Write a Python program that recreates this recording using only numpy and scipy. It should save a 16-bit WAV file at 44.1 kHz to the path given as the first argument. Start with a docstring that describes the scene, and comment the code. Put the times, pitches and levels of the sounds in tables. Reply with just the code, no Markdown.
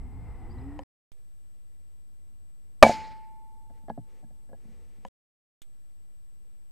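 """An air rifle with a small camera on its scope, outdoors on a farm, heard in three stretches with silence between.
First a vehicle passes far off, made of coloured noise and gliding tones; a sparrow chirps and a button rings its case.
Then one shot overloads the input: struck modes ring in rifle and air cylinder, a throbbing air column and a noise
crack sound, and the yard echoes in bands of dying noise. The rifle is cocked and shifted with knocks and cloth rustle,
and the button clicks again. Last, after a short rattle, only the quiet yard and the hiss of the circuit remain."""
import sys
import numpy as np
from scipy import signal
from scipy.fft import rfft, irfft, next_fast_len
from scipy.io import wavfile

SR = 44100
rng = np.random.default_rng(int(sys.argv[2]) if len(sys.argv) > 2 else 0)


def ratio(d):
    """dB to gain"""
    e = np.asarray(d, float) / 20
    return 10 ** e


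def wav_record(signal):
    """Record a signal, one row per channel, as 16-bit PCM in the file named by sys.argv[1]."""
    frames = np.transpose(np.atleast_2d(signal))
    bounded = np.clip(frames, -1, 1)
    # unit amplitude maps onto the largest positive 16-bit level
    quanta = np.round(bounded * 32767).astype(np.int16)
    wavfile.write(sys.argv[1], SR, quanta)


N = 295911

# Stretches in which the input is live. Each row: start in seconds, stop in seconds.
LIVE_SPANS = [(0, .8350), (1.1184, 5.0850), (5.6184, 6.8)]

# Passing vehicle. Each row: time in seconds, rumble level in dB, tyre roar level in dB.
TRAFFIC = [(0, -38, -61), (.1, -46, -60), (.2, -42.5, -60.5), (.33, -46.5, -59), (.59, -37, -56),
           (.76, -46, -57)]
# Colour of its low rumble. Each row: frequency in Hz, relative density in dB per Hz.
RUMBLE_COLOUR = [(12, -26.5), (20, 3), (68, -1.5), (198, -17), (274, -22), (312, -28.5), (450, -30),
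                 (580, -59.5), (990, -120)]
# Colour of its tyre roar. Each row: frequency in Hz, relative density in dB per Hz.
ROAR_COLOUR = [(180, -35), (300, -5), (458, -8), (504, -10.5), (553, -17.5), (760, -4), (1520, -21),
               (2000, -20.5), (3470, -36.5), (4600, -41.5), (5000, -35), (6500, -61), (11000, -120)]
# Rising engine tones. Each row: start in seconds, stop in seconds, first pitch in Hz, last pitch in Hz,
# level at the middle in dB.
ENGINE_HOWLS = [(0, .29, 239.5, 298.4, -56.5), (0.398, 0.591, 314.6, 369, -56), (.58, 0.758, 394, 416, -62)]
# The loudest engine tone as a curve. Each row: time in seconds, pitch in Hz, level in dB.
LOUD_HOWL = [(.42, 216, -61), (.544, 241.5, -57.5), (.66, 273, -44), (.77, 297, -48.5), (.835, 285, -50.5)]
ROAR_HZ, ROAR_SAG_FROM_S, ROAR_SAG_HZ_PER_S = 2110, .2, 380   # the roar's resonance sinks as it passes
DRONE_HZ, DRONE_DB = 498, -68.5
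SWELL_DB = 4.5   # a gliding tone is this much weaker at its ends

# Low wind. Each row: time in seconds, level in dB.
GUSTS = [(1.12, -66), (2.0, -66.5), (2.8, -64.5), (3.4, -59.5), (3.9, -62), (4.4, -63), (4.7, -59.5),
         (5.08, -64), (5.62, -68), (6.7, -67)]
# Colour of the wind. Each row: frequency in Hz, relative density in dB per Hz.
WIND_COLOUR = [(8.8, -26), (15, 6), (27, -12.5), (80, -10), (103, -17.5), (235, -22), (262, -23),
               (507, -32), (1200, -43), (1560, -72), (2640, -120)]
# Cloth rustles as the rifle is shifted. Each row: start in seconds, stop in seconds, level in dB.
MOVES = [(3.692, 3.823, -74.5), (4.06, 4.248, -72), (4.544, 5.13, -73)]
# Colour of the cloth. Each row: frequency in Hz, relative density in dB per Hz.
RUSTLE_COLOUR = [(180, -31), (300, -3), (502, 3), (565, -10.5), (725, -8.5), (1460, -18.5), (1980, -11.5),
                 (3480, -21.5), (7000, -24), (9100, -57.5), (15400, -120)]
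MOVE_FADE_S, STILL_DB = 0.047, -84
HUM_HZ, HUM_DB = 75.4, -75

# Colour of the hiss shared by both channels. Each row: frequency in Hz, relative density in dB per Hz.
SHARED_HISS_COLOUR = [(350, -33), (600, -2.5), (979, -7.5), (7320, -12.5), (7620, -8), (8050, -3),
                      (8380, -7), (8970, -6.5), (12300, -11.5), (13500, -7.5), (15400, -14.5)]
# Colour of the hiss with opposite sign in the two channels. Each row: frequency in Hz, relative density in dB per Hz.
OPPOSED_HISS_COLOUR = [(12, -26.5), (20, -5.5), (26, -12.5), (33, -41.5), (70, -45.5), (98, -32.5),
                       (119, -49.5), (238, -51.5), (630, -53), (11100, -59), (15400, -69)]
SHARED_HISS_DB, OPPOSED_HISS_DB = -77, -67.5   # rms
# Whine of the camera electronics. Each row: frequency in Hz, level in dB rms.
WHINE = [(7865, -82), (9001, -94.5), (13028, -102), (14002, -100)]
# Constant input offset. Each row: one channel's offset (left, then right) as a share of full scale.
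OFFSET = [
    [-.0068],
    [.0059],
]
SETTLE, SETTLE_S = 0.0039, 0.045   # microphone bias as a share of full scale, and its decay time
CUTOFF_HZ = 15800   # stopband edge of the input's top cut

# Sparrow notes. Each row: start in seconds, stop in seconds, first pitch in Hz, last pitch in Hz,
# level at the middle in dB.
CHIRPS = [(0.495, .53, 4630, 4730, -66), (0.516, 0.54, 4680, 5250, -66.5), (0.534, .572, 4720, 4650, -78.5),
          (0.579, .597, 3770, 4320, -67), (.608, 0.629, 4660, 5330, -73), (0.81, .828, 4150, 5150, -75),
          (0.82, .842, 4850, 4980, -69.5)]

# Presses of the camera's stop button. Each row: time in seconds, peak level in dB.
PRESSES = [(0.791, -28.5), (5.05, -30)]
# Modes of the camera case. Each row: frequency in Hz, level in dB, t60 in seconds.
CASE_MODES = [(200, -15.5, 0.068), (530, -10.5, 0.08), (760, -3.5, 0.03), (980, -6.5, 0.034),
              (1720, -9.5, 0.018), (2340, -3, 0.0025), (3030, -12.5, 0.017), (3860, -19, 0.007),
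              (5000, -16.5, 0.0062), (6700, -16.5, .015), (9500, -23.5, .006)]
# Rattles of the button letting go. Each row: time in seconds, level in dB rms, t60 in seconds.
RELEASES = [(1.1188, -62.5, 0.05), (5.064, -66.5, 0.11), (5.076, -74, 0.053), (5.6184, -52, 0.057)]
# Colour of that rattle. Each row: frequency in Hz, relative density in dB per Hz.
RATTLE_COLOUR = [(710, -42), (1200, -15), (2440, -4.5), (2730, -10), (3220, 0.5), (4710, -13), (8730, -5),
                 (10400, -15), (14000, -14)]

SHOT_S = 2.8258
# Modes of the rifle's action. Each row: frequency in Hz, level in dB, t60 in seconds.
ACTION_MODES = [(412.1, -13.5, 0.026), (535, -7, 0.029), (696, -0.5, .025), (843, -6, 0.025),
                (1129, -16.5, 0.011), (1420, -21, .015), (1670, -19, 0.065), (2080, -25, 0.028),
                (3180, -25.5, .012), (3790, -24, 0.025), (4400, -25, 0.013), (5800, -27, .01),
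                (8500, -30, .008)]
# Modes of the stock. Each row: frequency in Hz, level in dB, t60 in seconds.
STOCK_MODES = [(61.7, -10.5, 0.072), (111, -7, 0.15), (163, -3, 0.082), (225, 1.5, 0.15), (296, -7, .06),
               (357, -9, 0.045)]
# The trigger lets go. Its one row: time in seconds, peak level in dB, contact in ms, share into the stock in dB.
SEAR = (2.8208, -26, .5, -8)
# The hammer chatters on the open valve: gap, first touch, loss per touch, contact, share into the stock.
CHATTER_S, HAMMER_DB, CHATTER_LOSS_DB, HAMMER_MS, HAMMER_STOCK_DB = .0037, -3.5, 1.5, 0.051, -13.5
# The hammer falls back. Each row: time in seconds, peak level in dB, contact in ms.
BOUNCES = [(2.8478, -8.5, .06), (2.8643, -5, .17), (2.8946, -12.5, .17), (2.9030, -19, .16),
           (2.9100, -21.5, .14)]
BOUNCE_STOCK_DB = -25
# Bolt and handling knocks. Each row: time in seconds, peak level in dB, contact in ms, share into the stock in dB,
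# change at each rebound in dB.
KNOCKS = [(3.699, -56.5, .05, -0.5, -1.5), (3.834, -52, 0.27, -3.5, -14), (3.8839, -35.5, .09, -17, -8),
          (3.896, -37.5, 0.011, -2, -20), (3.9, -27, .1, -15.5, -5), (3.977, -32, .28, -3, -1),
          (4.227, -54.5, 0.11, -2, 3.5), (4.305, -56, 0.14, -1.5, -3.5), (4.491, -46.5, 0.17, -10.5, -5),
          (4.512, -53, 0.19, -6, 1), (4.531, -41, 0.12, -17, -4), (4.649, -52, 0.27, 2.5, -9),
          (4.684, -55, 0.47, 4, -6), (4.711, -60, 0.44, 3, -3), (4.979, -59.5, 0.39, 5, -10)]
# Two rebounds follow each knock: gap, growth of the contact each time, share by which the gap varies.
REBOUND_S, REBOUND_SOFTER, REBOUND_UNEVEN = .006, 1.46, .25

# Modes of the air cylinder. Each row: frequency in Hz, level in dB, t60 in seconds.
CYLINDER_MODES = [(617, -21, .18), (799.5, -5, 0.083), (1017, -12.5, 0.084), (1116, -6.5, 0.018),
                  (1520, -11, 0.028), (2283, -13, .14), (2400, -22, 0.057)]
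# Its long note falls fast, then slowly. Each row: frequency in Hz, level in dB, t60 in seconds.
PING = [(874, -20, .43), (874, -35.5, 2.1)]
# Barrel air column: pitch, height, time the valve is open, fall after it shuts.
BARREL_HZ, BARREL_DB, VALVE_OPEN_S, BARREL_T60_S = 614, 6, .0092, .008
# Colour of the muzzle crack. Each row: frequency in Hz, relative density in dB per Hz.
BLAST_COLOUR = [(710, -34.5), (1200, -3.5), (2350, -12), (3210, -17.5), (3530, -15.5), (9050, -21.5),
                (15400, -38.5)]
BLAST_DB, BLAST_RISE_S, BLAST_T60_S = -6.5, .0008, 0.033
# Colour of the yard's echoes. Each row: frequency in Hz, relative density in dB per Hz.
YARD_COLOUR = [(40, -14), (100, -7), (230, -8.5), (420, -7.5), (700, -7), (1000, -10.5), (1400, -13.5),
               (2200, -5.5), (3300, -13.5), (4700, -10), (5800, -16), (6900, -12.5), (8500, -19.5),
               (11000, -25), (15300, -32)]
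# How long the echoes last. Each row: frequency in Hz, t60 in seconds.
YARD_T60 = [(60, 1.5), (150, .9), (400, .8), (1000, .6), (1500, 0.72), (2200, 0.73), (3300, .55),
            (4700, .6), (7000, 0.4), (10000, .4), (14000, 0.27)]
# Far walls swell the echoes again. Each row: delay in seconds, level in dB.
LATE_ECHOES = [(.06, -8), (0.094, -9.5), (.125, -24), (.17, -29), (.215, -12), (.29, -7)]
YARD_DB = -31.5   # echoes at the moment of the shot


def rms_one(x):
    """Scale to rms 1."""
    return x / np.sqrt(np.mean(x ** 2) + 1e-20)


def in_time(rows):
    """Columns of a curve at every sample."""
    s, *columns = np.transpose(rows)
    return [np.interp(np.arange(N) / SR, s, c) for c in columns]


def at_hz(points, hz):
    """Read a spectrum on a log frequency axis."""
    return np.interp(np.log(hz), np.log(np.array(points)[:, 0]), np.array(points)[:, 1])


def since(s):
    """Time since an event (zero before it), and whether it has begun."""
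    t = np.arange(N) / SR - s
    return np.maximum(t, 0), t >= 0


def drift(rate):
    """Slow chance: straight lines between random knots of spread 1, rate knots per second."""
    knots = rng.standard_normal(int(N / SR * 60) + 9)
    return np.interp(np.arange(N) / SR * np.clip(rate, .1, 59), np.arange(len(knots)), knots)


def noise(colour, length=N):
    """Noise of the given colour, rms 1."""
    size = next_fast_len(length)
    hz = np.maximum(np.arange(size // 2 + 1) * SR / size, 1)
    spectrum = rfft(rng.standard_normal(size)) * ratio(at_hz(colour, hz))
    return rms_one(irfft(spectrum, size)[:length])


def ring(force, hz, t60):
    """A two-pole resonator: a unit click sets a decaying sine of height 1 ringing."""
    r, w = ratio(-60 / (t60 * SR)), 2 * np.pi * hz / SR
    return signal.lfilter([0, np.sin(w)], [1, -2 * r * np.cos(w), r * r], force + 1e-18)


def struck(modes, times, levels_db, contacts_ms, spread_db):
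    """Each blow is a rounded push; a longer contact is duller; strengths vary by mode and blow."""
    chance = rng.standard_normal((len(times), len(modes)))
    t, out = np.arange(400) / SR, np.zeros(N)
    for k, (hz, mode_db, t60) in enumerate(modes):
        force = np.zeros(N)
        for s, level_db, ms, luck in zip(times, levels_db, contacts_ms, chance[:, k]):
            push = t * np.exp(-t / (max(ms, .01) / 1000))
            height = ratio(level_db + mode_db + spread_db * luck)
            force[round(s * SR):][:len(t)] += push / push.sum() * height
        out += ring(force, hz, t60) * (-1) ** k   # neighbouring modes swing in opposite senses
    return out


def glide(start, stop, from_hz, to_hz, db):
    """Curve of a tone that slides evenly and swells in the middle."""
    middle = ((start + stop) / 2, (from_hz + to_hz) / 2, db)
    return [(start, from_hz, db - SWELL_DB), middle, (stop, to_hz, db - SWELL_DB)]


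def tone(rows, waver, waver_db, rate):
    """A wavering sine along a pitch and level curve, faded at its ends."""
    hz, level_db = in_time(rows)
    t = np.arange(N) / SR
    fade = np.clip(np.minimum(t - rows[0][0], rows[-1][0] - t) / 0.013, 0, 1)
    phase = 2 * np.pi * np.cumsum(hz * (1 + waver * drift(rate))) / SR
    return np.sqrt(2) * fade * ratio(level_db + waver_db * drift(rate)) * np.sin(phase)


def tyre_resonance():
    """Two slow noises on a sine and cosine carrier make a narrow band whose centre sinks."""
    peak_hz = ROAR_HZ - ROAR_SAG_HZ_PER_S * np.clip(np.arange(N) / SR - ROAR_SAG_FROM_S, 0, 1)
    low_pass = signal.butter(2, 55.0, fs=SR, output="sos")
    slow = signal.sosfilt(low_pass, rng.standard_normal((2, N)), axis=1)
    phase = 2 * np.pi * np.cumsum(peak_hz) / SR
    return rms_one(slow[0] * np.cos(phase) + slow[1] * np.sin(phase))


def vehicle():
    """Lumpy rumble, tyre roar with a sinking resonance, a steady drone and gliding engine tones."""
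    rumble_db, roar_db = in_time(TRAFFIC)
    rumble = ratio(rumble_db + 1.5 * drift(7.3)) * noise(RUMBLE_COLOUR)
    roar = ratio(roar_db + 1.1 * drift(20)) * (noise(ROAR_COLOUR) + ratio(-12.5) * tyre_resonance())
    curves = [glide(*row) for row in ENGINE_HOWLS]
    curves += [LOUD_HOWL, glide(*LIVE_SPANS[0], DRONE_HZ, DRONE_HZ, DRONE_DB)]
    engine = sum(tone(rows, waver=.008, waver_db=2.2, rate=25) for rows in curves)
    return (rumble + roar + engine) * (np.arange(N) < SR)   # gone by the second stretch


def wind():
    """Low noise whose level follows the gusts."""
    wind_db, = in_time(GUSTS)
    return ratio(wind_db + 1.2 * drift(8.7)) * noise(WIND_COLOUR)


def far_hum():
    """A low sine wavering in pitch and level."""
    return tone([(0, HUM_HZ, HUM_DB), (N / SR, HUM_HZ, HUM_DB)], waver=.03, waver_db=4.0, rate=8)


def cloth_rustle():
    """Flickering noise, faint when still, that fades in and out with each move."""
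    t = np.arange(N) / SR
    height = ratio(STILL_DB)
    for start, stop, db in MOVES:
        height = height + ratio(db) * np.clip(np.minimum(t - start, stop - t) / MOVE_FADE_S, 0, 1)
    return height * ratio(2.2 * drift(22)) * noise(RUSTLE_COLOUR)


def circuit_hiss():
    """One hiss common to both channels, and one with opposite sign in left and right."""
    shared = ratio(SHARED_HISS_DB + 0.53 * drift(1.7)) * noise(SHARED_HISS_COLOUR)
    opposed = ratio(OPPOSED_HISS_DB) * noise(OPPOSED_HISS_COLOUR) * [[1], [-1]]
    return shared + opposed


def electronics_whine():
    """Steady high sines whose levels drift slightly."""
    t = np.arange(N) / SR
    return sum(np.sqrt(2) * ratio(db + 1.2 * drift(30)) * np.sin(2 * np.pi * hz * t) for hz, db in WHINE)


def sparrow():
    """Short sines that slide in pitch and waver quickly."""
    return sum(tone(glide(*row), waver=.012, waver_db=2.2, rate=55) for row in CHIRPS)


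def button():
    """The case rings at each press and a burst of dying noise rattles at each release."""
    s, level_db = np.transpose(PRESSES)
    out = struck(CASE_MODES, s, level_db, [.03, .03], spread_db=-1.5)
    out += struck(CASE_MODES, s + .0045, level_db - 18, [.25, .25], spread_db=9.0)   # the switch bottoms out
    rattle = noise(RATTLE_COLOUR)
    for s, level_db, t60 in RELEASES:
        t, on = since(s)
        out += on * ratio(level_db - 60 * t / t60) * rattle
    return out


def blows():
    """Every touch on the rifle as (s, peak dB, contact ms, share into the stock dB)."""
    rows = [SEAR]
    for k in range(4):
        rows.append((SHOT_S + k * CHATTER_S, HAMMER_DB - k * CHATTER_LOSS_DB, HAMMER_MS, HAMMER_STOCK_DB))
    rows += [(*row, BOUNCE_STOCK_DB) for row in BOUNCES]
    for s, db, ms, stock_db, change_db in KNOCKS:
        gap = REBOUND_S * (1 + REBOUND_UNEVEN * rng.uniform(-1, 1))
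        rows += [(s + k * gap, db + k * change_db, ms * REBOUND_SOFTER ** k, stock_db) for k in range(3)]
    return rows


def rifle():
    """The modes of action and stock ring at every blow."""
    s, level_db, ms, stock_db = np.transpose(blows())
    action = struck(ACTION_MODES, s, level_db, ms, spread_db=5.0)
    return action + struck(STOCK_MODES, s, level_db + stock_db, ms, spread_db=0.0)


def cylinder():
    """The air cylinder rings as the valve opens and shuts, with a long note from the opening."""
    kick = np.arange(N) == round(SHOT_S * SR)
    long_note = sum(ratio(db) * ring(kick, hz, t60) for hz, db, t60 in PING)
    return long_note + struck(CYLINDER_MODES, [SHOT_S, SHOT_S + 0.0095], [0, -5], [.02, .05], spread_db=-1.2)


def barrel():
    """The driven air column throbs lopsidedly until the valve shuts, then dies fast."""
    t, on = since(SHOT_S)
    height = ratio(BARREL_DB - 60 * np.maximum(t - VALVE_OPEN_S, 0) / BARREL_T60_S)
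    phase = 2 * np.pi * BARREL_HZ * t
    return on * height * (np.sin(phase) - .55 * np.sin(1.93 * phase))   # an overtone just under the octave


def blast():
    """A short bright crack of escaping air: noise with a quick rise and an exponential fall."""
    t, _ = since(SHOT_S)
    return np.minimum(t / BLAST_RISE_S, 1) * ratio(BLAST_DB - 60 * t / BLAST_T60_S) * noise(BLAST_COLOUR)


def yard_echoes():
    """Echoes of the shot die band by band and swell again from far walls."""
    out, start = np.zeros(N), round(SHOT_S * SR)
    edges = 50 * 2 ** np.arange(-.4, 8.5, .4)   # Hz
    t = np.arange(SR) / SR
    swell = 1 + sum(ratio(db) * np.exp(-((t - lag) / 0.014) ** 2) for lag, db in LATE_ECHOES)
    coloured = noise(YARD_COLOUR, SR), noise(YARD_COLOUR, SR)   # neighbouring bands get unrelated noise
    for k, (low, high) in enumerate(zip(edges, edges[1:])):
        band_pass = signal.butter(2, [low, high], "band", fs=SR, output="sos")
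        band = signal.sosfilt(band_pass, coloured[k % 2])
        fall = ratio(-60 * t / at_hz(YARD_T60, np.sqrt(low * high)))
        uneven = ratio(2.2 * drift(40)[:SR])   # uneven surfaces
        out[start:start + SR] += ratio(YARD_DB) * band * fall * swell * uneven
    return out


def scene():
    """Everything reaches one microphone, which feeds both channels."""
    air = wind() + far_hum() + cloth_rustle()
    shot = rifle() + cylinder() + barrel() + blast() + yard_echoes()
    mono = vehicle() + air + sparrow() + button() + shot
    return np.array([mono, mono])


def band_limit(x):
    """A steep low-pass at the top of the band."""
    return signal.sosfilt(signal.butter(12, 15600, fs=SR, output="sos"), x)


def record(dry):
    """Circuit noise and offsets join, peaks clip hard, the input is live only in its spans and the top is cut."""
    t = np.arange(N) / SR
    live = sum((t >= start) & (t < stop) for start, stop in LIVE_SPANS)
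    settle = 0   # the bias settles as the second and third stretches begin
    for start, _ in LIVE_SPANS[1:]:
        age, on = since(start)
        settle = settle + SETTLE * on * np.exp(-age / SETTLE_S)
    wired = dry + circuit_hiss() + electronics_whine() + settle + OFFSET
    wired = np.clip(wired, -1, 1) * live
    top_cut = signal.cheby2(12, 65, CUTOFF_HZ, fs=SR, output="sos")
    mix = signal.sosfilt(top_cut, wired)
    return band_limit(mix)


dry = scene()
out = record(dry)
wav_record(out)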